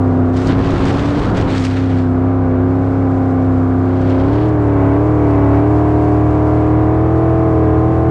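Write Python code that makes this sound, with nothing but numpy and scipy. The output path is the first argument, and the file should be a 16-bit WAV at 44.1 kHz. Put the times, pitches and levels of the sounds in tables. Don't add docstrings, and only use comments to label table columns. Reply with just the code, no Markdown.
import sys
import numpy as np
from scipy import signal
from scipy.fft import rfft, irfft, next_fast_len
from scipy.io import wavfile
from scipy.ndimage import uniform_filter1d, minimum_filter1d

SR = 44100
rng = np.random.default_rng(int(sys.argv[2]) if len(sys.argv) > 2 else 0)


def persist_wave(psi):
    counts = np.round(np.clip(psi, -1, 1) * 32767).astype(np.int16)
    wavfile.write(sys.argv[1], SR, np.atleast_2d(counts).T)


N = 357210
CYLINDERS = 8

# (time [s], level [dB])
FOAM_LEVEL = [(0, -59.5), (2, -60), (2.55, -73), (2.85, -60), (4.65, -60.5), (4.9, -58), (6.55, -56.5),
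              (6.9, -60), (8.1, -60.5)]
# (frequency [Hz], relative density [dB])
FOAM_SPECTRUM = [(1500, -15), (3000, -1.5), (4500, 0.5), (5500, -3), (8000, -4.5), (9500, -15.5),
                 (12500, -20.5), (15000, -32)]
# (frequency [Hz], light-load density [dB/Hz], full-load density [dB/Hz])
WASH_SPECTRUM = [(15, -67, -59.5), (35, -54.5, -52.5), (69, -49, -44), (147, -49, -47), (264, -52.5, -56.5),
                 (460, -60, -54), (730, -60.5, -60.5), (1350, -67, -69), (1620, -69, -70.5),
                 (1800, -75, -76.5), (2120, -77.5, -79), (3050, -87.5, -86), (4460, -94.5, -96.5),
                 (7960, -106, -104), (9900, -116, -113), (14000, -130, -124)]
# (start [s], attack [s], hold [s], release [s], level [dB])
WIND_GUSTS = [(0, 0.01, .08, 0.65, -25.5), (.36, .16, 0.94, .15, -16.5), (.475, .02, .02, 0.036, -17),
              (1.238, .05, 0.065, 0.061, -16.5), (3.95, 0.18, .2, .2, -28)]
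# (frequency [Hz], relative density [dB])
WIND_SPECTRUM = [(12, -11.5), (40, 3), (90, 2.5), (170, 2), (330, -2), (600, -9.5), (1250, -15.5),
                 (2000, -31), (3500, -45), (8000, -72)]
# (start [s], attack [s], hold [s], release [s], relative level [dB], brightness [dB])
SPRAY_SHEETS = [(0.323, .06, 0.084, 0.054, -37, -8.5), (0.472, 0.019, .012, 0.043, -32.5, -29),
                (0.518, 0.12, 0.6, .1, -35, -14.5), (0.847, .04, 0.058, 0.033, -36.5, -12),
                (1.332, 0.026, .025, 0.083, -33, -15.5), (1.461, 0.036, .03, 0.35, -32.5, -14.5),
                (1.535, .05, .06, 0.059, -39.5, -2), (1.803, 0.13, .06, 0.045, -42.5, -16),
                (3.78, .3, 0.35, .07, -43.5, -17.5)]
# (frequency [Hz], relative density [dB])
SPLASH_SPECTRUM = [(500, -12.5), (1400, 6), (2200, 1), (3200, -1.5), (4600, -8), (6500, -25.5),
                   (10000, -51)]
# (frequency [Hz], relative density [dB])
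MIST_SPECTRUM = [(2000, -22.5), (4000, 2), (5500, 3), (8000, -3), (10000, -16), (11500, -25),
                 (14000, -40.5)]
# (time [s], relative level [dB])
BOW_SLAPS = [(.368, -42), (.47, -33), (.515, -46), (.705, -36), (.853, -31), (1.37, -28), (1.412, -38),
             (4.015, -46), (4.097, -48), (4.485, -46)]
# (frequency [Hz], width per pass [Hz], relative gain [dB])
PANEL_MODES = [(634, 91, 2), (766, 97, 8), (1037, 130, 5), (1257, 140, -2.5), (1595, 190, -7),
               (2000, 320, -8), (2302, 180, -13), (2470, 420, -20)]
# (time [s], reach [0-1])
MIC_SWING = [(0, 0.04), (.2, 0.06), (.8, 0.71), (1.35, 1), (1.55, 0.52), (1.95, 0.18)]
# (time [s], load [0-1])
ENGINE_LOAD = [(0, 0), (3, 0.06), (3.8, 0), (4.3, 0.64), (4.8, 0.75), (8.1, 1)]
# (time [s], firing rate [Hz])
FIRING_RATE = [(0, 259.8), (.3, 255.2), (.65, 274.5), (.85, 272.8), (1.18, 292), (1.63, 259.7),
               (1.84, 265.7), (2.09, 255.9), (2.35, 266.1), (2.53, 256.5), (2.77, 269.4), (3.6, 260.5),
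               (4.21, 264.6), (4.45, 315.5), (4.6, 298), (4.89, 277.4), (5.08, 311.6), (5.33, 288.6),
               (5.54, 284.1), (5.7, 304), (6.25, 304), (6.86, 311.8), (7.1, 324), (7.37, 326.9),
               (7.7, 315.5), (7.95, 326.5)]
# (order [x cycle rate], light-load gain [dB], full-load gain [dB])
EXHAUST_ORDERS = [(2, -30.5, -18), (3, -16, -16), (4, -32, -26.5), (5, -25.5, -32), (6, -58.5, -35),
                  (7, -52, -27), (8, -15, -15.5), (9, -32, -27), (10, -31.5, -26), (11, -25, -22),
                  (12, -41.5, -34), (13, -28.5, -30), (14, -34, -40.5), (15, -43, -37), (16, -30.5, -28.5),
                  (17, -46.5, -32), (18, -41, -30.5), (19, -38, -28), (20, -41.5, -43.5), (21, -36.5, -35),
                  (22, -34.5, -40.5), (23, -39, -46.5), (24, -35.5, -41), (25, -45.5, -35),
                  (26, -48.5, -33), (27, -52.5, -41.5), (28, -54, -38), (29, -46, -36.5), (30, -39, -43.5),
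                  (31, -45, -36.5), (32, -52.5, -52.5), (33, -43, -49.5), (34, -48.5, -44.5),
                  (35, -45.5, -57), (36, -41.5, -44), (37, -45.5, -52), (38, -52, -50), (39, -47, -55),
                  (40, -48.5, -51.5), (41, -57, -46.5), (42, -48.5, -61.5), (43, -49.5, -49.5),
                  (44, -48.5, -51), (45, -46.5, -53.5)]


def undb(db):
    return 10 ** (np.asarray(db) / 20)


def unit(x):
    return x / np.std(x)


def curve(rows):
    return np.interp(np.arange(N) / SR, *np.transpose(rows))


def swell(start_s, attack_s, hold_s, release_s):
    age_s = np.arange(N) / SR - start_s
    fall = np.maximum(age_s - attack_s - hold_s, 0) / release_s
    return np.clip(age_s / attack_s, 0, 1) * np.exp(-fall ** 2)


def walk(rate_hz):
    steps = int(rate_hz * N / SR) + 1
    levels = rng.standard_normal(N // 20)[:steps]
    loop = np.r_[levels, levels[0]]
    return np.sqrt(3 / 2) * np.interp(np.linspace(0, steps, N), np.arange(steps + 1), loop)


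def colour(noise, spectrum):
    hz, db = np.transpose(spectrum)
    size = next_fast_len(N)
    bins_hz = np.maximum(np.arange(size // 2 + 1) * SR / size, 1)
    gain = undb(np.interp(np.log(bins_hz), np.log(hz), db)) * np.sqrt(SR / 2)
    return irfft(rfft(noise, size) * gain, size)[:N]


def ring(x, hz, width_hz, passes=2):
    for _ in range(passes):
        x = signal.lfilter(*signal.iirpeak(hz, hz / width_hz, fs=SR), x)
    return x


def foam(fizz_db=1.5, surge_db=1.4):
    bubbles = rng.standard_normal(N) * undb(fizz_db * walk(900) + surge_db * walk(25))
    return unit(colour(bubbles, FOAM_SPECTRUM)) * undb(curve(FOAM_LEVEL))


def wash(cycle, load, throb=0.19, surge_db=0.36):
    hz, light_db, full_db = np.transpose(WASH_SPECTRUM)
    crank = 1 + throb * np.sin(2 * np.pi * 2 * cycle)
    churn = rng.standard_normal(N) * crank * undb(surge_db * walk(13))
    return (1 - load) * colour(churn, np.c_[hz, light_db]) + load * colour(churn, np.c_[hz, full_db])


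def wind(buffet_db=1.0):
    power = sum((undb(db) * swell(*shape)) ** 2 for *shape, db in WIND_GUSTS)
    eddies = rng.standard_normal(N) * undb(buffet_db * walk(60))
    return unit(colour(eddies, WIND_SPECTRUM)) * np.sqrt(power)


def spray(splash_db=2.0, mist_db=1.5, slap_decay_s=0.0072, sputter_db=0.9):
    t = np.arange(N) / SR
    patter = undb(1.3 * walk(70) + 2.6 * walk(1200))
    splash = unit(colour(rng.standard_normal(N) * patter, SPLASH_SPECTRUM))
    mist = unit(colour(rng.standard_normal(N) * patter, MIST_SPECTRUM))
    splash_power, mist_power = np.zeros(N), np.zeros(N)
    for *shape, db, bright_db in SPRAY_SHEETS:
        power = (undb(db) * swell(*shape)) ** 2
        splash_power += power
        mist_power += power * undb(bright_db) ** 2
    out = undb(splash_db) * np.sqrt(splash_power) * splash + undb(mist_db) * np.sqrt(mist_power) * mist
    out *= undb(sputter_db * walk(45))
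    for start_s, db in BOW_SLAPS:
        burst = (t >= start_s) * np.exp(-np.abs(t - start_s) / slap_decay_s)
        out += undb(db) * burst * (splash + mist) / 2
    return out


def pump_strain(firing_hz, load, lag_s=0.65, reference_hz=297.8, drag_db_per_hz=0.3825):
    pole = np.exp(-1 / (lag_s * SR))
    bite = signal.lfilter([1 - pole], [1, -pole], load)
    return bite * undb(drag_db_per_hz * (reference_hz - firing_hz))


def whine(strain, hz=2255, width_hz=45, level_db=-50.5):
    return unit(ring(rng.standard_normal(N), hz, width_hz)) * np.sqrt(strain) * undb(level_db)


def rasp(cycle, strain, gas_share=0.65, puff_s=0.0078, level_db=-27.5):
    firings = np.flatnonzero(np.diff(np.floor(cycle * CYLINDERS))) + 1
    cycle_rad = 2 * np.pi * cycle[firings]
    cylinder_db = 4 * np.cos(3 * cycle_rad) + 3 * np.cos(2 * cycle_rad)
    knocks = np.zeros(N)
    knocks[firings] = undb(cylinder_db + rng.standard_normal(len(firings)))
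    puffs = signal.lfilter([1], [1, -np.exp(-1 / (puff_s * SR))], knocks)
    gas = puffs * rng.standard_normal(N)
    push = unit(knocks) * (1 - gas_share) + unit(gas) * gas_share
    panels = sum(undb(db) * ring(push, hz, width_hz) for hz, width_hz, db in PANEL_MODES)
    return unit(panels) * strain * undb(level_db)


def hull_boom(drone, hz=650, width_hz=50, gain_db=-6):
    return undb(gain_db) * ring(drone, hz, width_hz, passes=1)


def exhaust(cycle, firing_hz, load, strain, gain_db=-0.3, strain_db=2.5, shade_db=-7,
            upper_shade_db=-2.5, dip_db=-3, muffle_db=-9, sway_db=0.83, jitter_rad=0.14, count=68):
    swing = curve(MIC_SWING)
    overall_db = gain_db + strain_db * strain + shade_db * swing
    upper_db = upper_shade_db * swing + dip_db * swell(1.25, 0.28, 0.45, 0.19)
    muffled_db = muffle_db * load * np.log2(firing_hz / 300)
    orders, light_db, full_db = np.transpose(EXHAUST_ORDERS)
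    cycle_hz = FIRING_RATE[0][1] / CYLINDERS
    wavers = [walk(7) for _ in range(count // 8)]
    flutters = [walk(28) for _ in range(count // 8)]
    scatter_db = 1.4 * rng.standard_normal(count)
    shifts = rng.integers(0, N, (count, 2))
    start_rad = rng.uniform(0, 2 * np.pi, count)
    out = np.zeros(N)
    for k in range(2, count):
        if k <= orders[-1]:
            db = (1 - load) * light_db[k - 2] + load * full_db[k - 2]
        else:
            db = -55 - 0.7 * (k - orders[-1]) + scatter_db[k]
        treble = min(k * cycle_hz / 900, 1.5)
        upper = np.clip((k - CYLINDERS) / 2, 0, 1)
        waver = np.roll(wavers[k % len(wavers)], shifts[k, 0])
        flutter = np.roll(flutters[k % len(flutters)], shifts[k, 1])
        db += upper * upper_db + treble * muffled_db
        db += sway_db * (0.27 + upper + treble) * waver
        flutter_rad = jitter_rad * (0.14 + 3 * treble) * flutter
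        out += undb(db) * np.sin(2 * np.pi * k * cycle + start_rad[k] + flutter_rad)
    return np.sqrt(2) * out * undb(overall_db)


def scene(inertia_s=0.1, speed_jitter=0.0015):
    firing_hz = uniform_filter1d(curve(FIRING_RATE), int(inertia_s * SR), mode="nearest")
    load = curve(ENGINE_LOAD)
    strain = pump_strain(firing_hz, load)
    cycle = np.cumsum(firing_hz * (1 + speed_jitter * walk(16))) / SR / CYLINDERS
    drone = exhaust(cycle, firing_hz, load, strain)
    engine = drone + hull_boom(drone) + rasp(cycle, strain) + whine(strain)
    return (engine + wash(cycle, load) + foam() + wind() + spray())[None]


def record(dry, ceiling=0.78, cutoff_hz=15100):
    window = SR // 50
    gain = ceiling / np.maximum(np.abs(dry), ceiling)
    gain = uniform_filter1d(minimum_filter1d(gain, window), window)
    lowpass = signal.ellip(8, 0.2, 70, cutoff_hz, fs=SR, output="sos")
    return signal.sosfilt(lowpass, dry * gain)


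dry = scene()
out = record(dry)
persist_wave(out)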